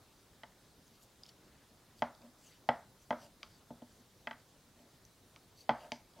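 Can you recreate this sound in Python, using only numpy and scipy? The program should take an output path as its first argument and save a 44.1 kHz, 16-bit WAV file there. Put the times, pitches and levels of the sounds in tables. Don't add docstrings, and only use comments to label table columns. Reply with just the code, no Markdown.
import sys
import numpy as np
from scipy import signal
from scipy.fft import rfft, irfft, next_fast_len
from scipy.io import wavfile
from scipy.ndimage import uniform_filter1d

SR = 44100
rng = np.random.default_rng(int(sys.argv[2]) if len(sys.argv) > 2 else 0)


def to_wav(sig):
    pcm = np.clip(np.atleast_2d(sig), -1, 1) * 32767
    pcm = np.round(pcm).astype(np.int16)
    wavfile.write(sys.argv[1], SR, pcm.T)


def elevation(decibels):
    levels = np.asarray(decibels, float)
    return 10 ** (levels / 20)


N = 273420

# start in seconds, strength in dB, shaft ring over it in dB,
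# crack over the shaft in dB, favoured board pitch in Hz.
KNOB_KNOCKS = [
    (2.021, -18.5, -10.5, -11.5, 888),
    (2.689, -16.5, -9, -12, 700),
    (3.106, -19.5, -11.5, -13.5, 880),
    (3.126, -26.5, -13, -19, 596),
    (3.705, -37.5, -23.5, -7.5, 610),
    (3.82, -43, -23.5, 0, 600),
    (5.692, -17, -8.5, -12, 910),
    (5.706, -22.5, -16.5, -11, 818),
]
# start in seconds, strength in dB, shaft ring over it in dB,
# crack over the shaft in dB, favoured shaft pitch in Hz.
SHAFT_CLACKS = [
    (0.4336, -40, -5, -6, 1790),
    (4.2713, -31.5, -0.5, -13.5, 1940),
    (4.31, -35.5, -2.5, -11, 1810),
    (4.329, -59, 11, -13, 1840),
]
TIP_SLIPS = [
    (3.4303, -51, 2.5, 10.5, 1190),
    (5.361, -55.5, -4.5, 10.5, 1130),
    (5.919, -29, -18.5, 16.5, 2040),
]
# start in seconds, peak in dB, pitch in Hz.
TIP_TICKS = [(0.8694, -66, 6720), (0.8794, -64, 6260), (1.2347, -45, 4960), (1.256, -57.5, 3180),
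             (1.2638, -52.5, 5240), (1.2885, -69, 4260), (1.2913, -53.5, 5500), (1.9924, -56, 4700),
             (2.1498, -57.5, 4800), (2.2174, -60.5, 4850), (4.6094, -67, 4240), (4.7926, -64, 3050),
             (5.0515, -54, 6100), (6.1365, -62, 4610)]
# middle in seconds, length in seconds, level in dB, centre in Hz.
WOOL_STROKES = [(0.197, 0.13, -77, 5000), (.82, 0.02, -77, 3800), (0.88, 0.037, -73, 6500),
                (0.962, 0.057, -71, 5050), (1.03, 0.053, -67.5, 8500), (1.293, 0.022, -61, 4960),
                (1.499, 0.48, -76, 1290), (1.996, 0.045, -66.5, 7040), (2.223, 0.017, -73, 4000),
                (2.467, 0.13, -65, 6500), (2.532, 0.11, -70.5, 2300), (3.027, 0.081, -71.5, 6000),
                (3.227, 0.097, -63.5, 5660), (3.547, 0.15, -72, 5000), (3.949, 0.18, -73.5, 4970),
                (4.403, 0.011, -72, 5000), (4.88, 0.1, -79, 4000), (5.604, 0.073, -63.5, 6500),
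                (5.827, 0.12, -69, 5000), (5.831, .11, -68.5, 1700)]
# strongest moment in seconds, length in seconds,
# ring in dB, thump over it in dB.
NEEDLE_DRAGS = [
    (2.25, 0.078, -62, 3),
    (3.245, .07, -60, -8),
    (4, 0.032, -78, 16.5),
    (4.81, 0.064, -69, 5),
    (5.844, 0.11, -55, -16),
    (6.2, 0.079, -59.5, -5),
]
# pitch in Hz, level in dB, t60 in seconds.
TABLE_THUMP = [(68, -25.5, 0.42), (131.6, -8, .14), (238.8, 2.5, 0.15), (299.6, -6.5, 0.085),
               (448, -3.5, 0.05)]
# pitch in Hz, level in dB, t60 in seconds.
BOARD_MODES = [(486, -19, 0.099), (533.5, -3, 0.067), (600, -3.5, 0.1), (701.6, 1.5, 0.051),
               (780, -36.5, 0.065), (874.6, 8.5, 0.043), (888, 4, 0.051), (977, -5, 0.066)]
# pitch in Hz, level in dB, t60 in seconds.
TOP_SWING = [(790, 0, .021)]
# pitch in Hz, level in dB, t60 in seconds.
SHAFT_MODES = [(1030, -6, 0.032), (1144, -1.5, 0.048), (1241, -5, 0.05), (1294, -14, 0.13),
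               (1373, -6, 0.041), (1503, -4.5, 0.042), (1596, -8, 0.059), (1940, 3, 0.023),
               (2066, -0.5, 0.026), (2130, -3.5, 0.023), (2253, -6.5, 0.025), (2560, -6, 0.03)]
# pitch in Hz, level in dB, t60 in seconds.
BLUNT_CONTACT = [(2940, 1.5, 0.01), (3140, 3, .022), (3390, -1.5, 0.017), (4000, -6, 0.012),
                 (4505, -11, 0.027), (5080, -12.5, 0.031), (5890, -11.5, 0.011), (6500, -21.5, 0.024),
                 (7750, -22.5, 0.014)]
# pitch in Hz, level in dB, t60 in seconds.
SHARP_CONTACT = [(1600, -17, 0.0039), (2290, 10, 0.0088), (2900, 0.5, 0.017), (3165, 3.5, 0.019),
                 (3700, 9, 0.0038), (4270, -2.5, 0.01), (4610, 1.5, 0.017), (5050, -6, 0.026),
                 (5650, -1.5, 0.0089), (6030, -6.5, 0.021), (6500, -13.5, 0.022), (7400, -11.5, 0.0071),
                 (9000, -20, 0.0093), (10900, -12, .005)]
# centre in Hz, width in Hz, level in dB.
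NEEDLE_RESONANCES = [(2100, 260, 1), (2960, 770, 6), (4600, 280, 9), (6000, 360, 4.5), (7500, 320, -11),
                     (10100, 2000, -8)]
# frequency in Hz, t60 in seconds.
ROOM_DECAY = [(150, 0.23), (700, 0.3), (1400, 0.35), (2100, 0.31), (3200, 0.21), (5000, 0.3), (12000, 0.29)]
# frequency in Hz, level in dB.
WALL_REFLECTION = [(300, 0.5), (700, -1), (1400, -0.5), (2100, -5), (2800, -6), (5000, -1.5)]
# frequency in Hz, level in dB per Hz.
ROOM_TONE = [(12, -29), (20, -9), (120, -2), (250, -5.5), (1030, -14.5), (2730, -22), (3720, -18),
             (15900, -29)]
# frequency in Hz, level in dB per Hz.
SIDE_HISS = [(12, -9), (20, -2.5), (221, -12.5), (409, -13.5), (822, -15.5), (1150, -17), (14600, -17.5),
             (15900, -32)]


def knocks():
    out = np.zeros((2, N))
    for s, db, shaft_db, crack_db, board_hz in KNOB_KNOCKS:
        shaft_hz = np.clip(1600 * 2 ** ((db + 18.5) / 12), 1200, 1900)
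        knock = blow(db, shaft_db, crack_db, board_hz, shaft_hz, board_focus_db=12.5, shaft_focus_db=7.0,
                     contact=BLUNT_CONTACT, wet_db=-6.5)
        add(out, knock, s)
    return out


def clacks():
    out = np.zeros((2, N))
    for s, *levels, shaft_hz in SHAFT_CLACKS:
        clack = blow(*levels, 830, shaft_hz, board_focus_db=26, shaft_focus_db=12,
                     contact=BLUNT_CONTACT, wet_db=-9.0)
        add(out, clack, s)
    return out


def slips():
    out = np.zeros((2, N))
    for s, *levels, shaft_hz in TIP_SLIPS:
        snap = blow(*levels, 870, shaft_hz, board_focus_db=10, shaft_focus_db=49.5,
                    contact=SHARP_CONTACT, wet_db=-7)
        add(out, snap, s)
    return out


def blow(board_db, shaft_over_db, crack_over_db, board_hz, shaft_hz, board_focus_db, shaft_focus_db, contact, wet_db):
    t = np.arange(round(0.4 * SR)) / SR
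    shaft_db = board_db + shaft_over_db
    padded_db = max(0, -shaft_over_db - 15.5)
    thump_db = board_db - 18 + 1.52 * padded_db

    crack = elevation(shaft_db + crack_over_db + 6.5) * ring(contact, t, rise=0.00014)
    shaft = ring(SHAFT_MODES, t, rise=0.00023, favoured_hz=shaft_hz, focus_db=shaft_focus_db)
    hard = crack + elevation(shaft_db + 1.5) * shaft

    swing_db = np.clip(4.3 * (board_db + 17.5), -10, 0)
    swing = -elevation(swing_db) * ring(TOP_SWING, t, rise=0.0011)
    board = ring(BOARD_MODES, t, rise=0.0012, favoured_hz=board_hz, focus_db=board_focus_db)
    board = elevation(board_db - 0.5) * (swing + elevation(-3.5) * board)
    thump = elevation(thump_db + 3) * ring(TABLE_THUMP, t, rise=0.002)

    near_hard = in_room(hard, wet_db, width_db=-48, blur_hz=400)
    return near_hard + in_room(board + thump, wet_db=-11, width_db=-54, blur_hz=111)


def ticks():
    out = np.zeros((2, N))
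    t = np.arange(round(0.15 * SR)) / SR
    for s, db, hz in TIP_TICKS:
        modes = [(0.71 * hz, -6, 0.008), (hz, 0, 0.012), (1.29 * hz, -8, 0.006), (2.05 * hz, -8, 0.005)]
        tick = elevation(db + 7.0) * ring(modes, t, rise=0.0001)
        add(out, in_room(tick, wet_db=-9.5, width_db=-38, blur_hz=600), s)
    return out


def wool():
    def needle(f):
        peaks = sum(elevation(g) * f * w / (c * c - f * f + 1j * f * w) for c, w, g in NEEDLE_RESONANCES)
        return 0.35 + np.abs(peaks)

    out = np.zeros((2, N))
    for s, length, db, centre_hz in WOOL_STROKES:
        def colour(f):
            octaves = np.log2((f + 1) / centre_hz)
            return needle(f) * np.exp(-(octaves / 0.92) ** 2 / 2)

        t = np.linspace(-2, 2, round(2 * length * SR))
        rub = noise(colour, patchy_db=-4.5, count=len(t))
        catches = elevation(3.4 * unit(uniform_filter1d(rng.standard_normal(len(t)), size=24)))
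        stroke = elevation(db) * np.exp(-t ** 2) * unit(rub * catches)
        add(out, stroke * [[1], [0.1]], max(s - length, 0))
    return out


def drag():
    s, length, ring_db, thump_db = np.transpose(NEEDLE_DRAGS)[:, :, None]

    def through(modes):
        return lambda f: sum(elevation(db) * 1j * f / (c * c - f * f + 2.2j * f / t60) for c, db, t60 in modes)

    def swell(late_s):
        half_lengths = 2 * (np.arange(N) / SR - s - late_s) / length
        return elevation(ring_db - 8 * half_lengths ** 2)

    rubbed = [(599.6, 2, 0.085), (673, 1, 0.068), (885, -3.5, 0.058), (1110, -14.5, 0.012)]
    board = swell(0).sum(0) * noise(through(rubbed), patchy_db=2.5)
    weight = (elevation(thump_db) * swell(0.012)).sum(0)
    return board + weight * noise(through(TABLE_THUMP[2:3]), patchy_db=1.2)


def room_tone():
    return elevation(-65) * noise(lambda f: elevation(along(ROOM_TONE, f)), patchy_db=1.36)


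def hiss():
    return elevation(-75.5) * noise(lambda f: elevation(along(SIDE_HISS, f)), patchy_db=1.5)


def in_room(x, wet_db, width_db, blur_hz):
    hz, t, z = signal.stft(rng.standard_normal((2, len(x))), SR, nperseg=256)
    decay = elevation(-60 * t / along(ROOM_DECAY, hz)[:, None])
    tail = signal.istft(z * decay, SR, nperseg=256)[1]
    first_echo = round(0.006 * SR)
    tail = np.pad(tail, ((0, 0), (first_echo, 0)))[:, :len(x)]

    bins = int(blur_hz * len(x) / SR) + 1
    power = uniform_filter1d(uniform_filter1d(np.abs(rfft(x)) ** 2, bins), bins)
    walls = elevation(along(WALL_REFLECTION, np.fft.rfftfreq(len(x), 1 / SR)))
    wet = irfft(rfft(tail) * np.sqrt(np.abs(power)) * walls, len(x)) / np.linalg.norm(tail[0])
    return x * [[1], [0]] + wet * elevation([[wet_db], [wet_db + width_db]])


def ring(modes, t, rise, favoured_hz=1000, focus_db=0):
    hz, db, t60 = np.transpose(modes)[:, :, None]
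    scatter_db = 1.5 * rng.standard_normal(db.shape)
    level_db = db + scatter_db - focus_db * np.log2(hz / favoured_hz) ** 2 - 60 * t / t60
    sign = (-1) ** np.arange(len(modes))[:, None]
    x = (sign * elevation(level_db) * np.sin(2 * np.pi * hz * t)).sum(0)
    x = x * (1 - np.exp(-t / rise)) ** 2
    return x / np.abs(x).max()


def noise(response, patchy_db, count=N):
    z = signal.stft(rng.standard_normal(count + 512), nperseg=512)[2]
    field = uniform_filter1d(rng.standard_normal(z.shape), size=8, axis=0)
    field = uniform_filter1d(field, size=8, axis=1)
    x = signal.istft(z * elevation(patchy_db * unit(field)), nperseg=512)[1]
    m = next_fast_len(len(x))
    coloured = irfft(rfft(x, m) * response(np.fft.rfftfreq(m, 1 / SR)), m)
    return unit(coloured[:count])


def unit(x):
    return x / np.sqrt(np.mean(x ** 2) + 1e-20)


def along(points, hz):
    f, v = np.transpose(points)
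    return np.interp(np.log(hz + 1), np.log(f + 1), v)


def add(out, x, s):
    part = out[:, round(s * SR):][:, :x.shape[1]]
    part += x[:, :part.shape[1]]


def scene():
    mid, side = knocks() + clacks() + slips() + ticks() + wool()
    mid = mid + drag() + room_tone()
    side = side + hiss()
    return np.array([mid + side, mid - side])


def band_limit(x):
    return signal.sosfilt(signal.butter(12, 16050, fs=SR, output="sos"), x)


def record(dry):
    m = next_fast_len(N)
    band = np.fft.rfftfreq(m, 1 / SR) < 15950
    mix = irfft(rfft(dry, m) * band, m)[:, :N]
    return band_limit(mix)


dry = scene()
out = record(dry)
to_wav(out)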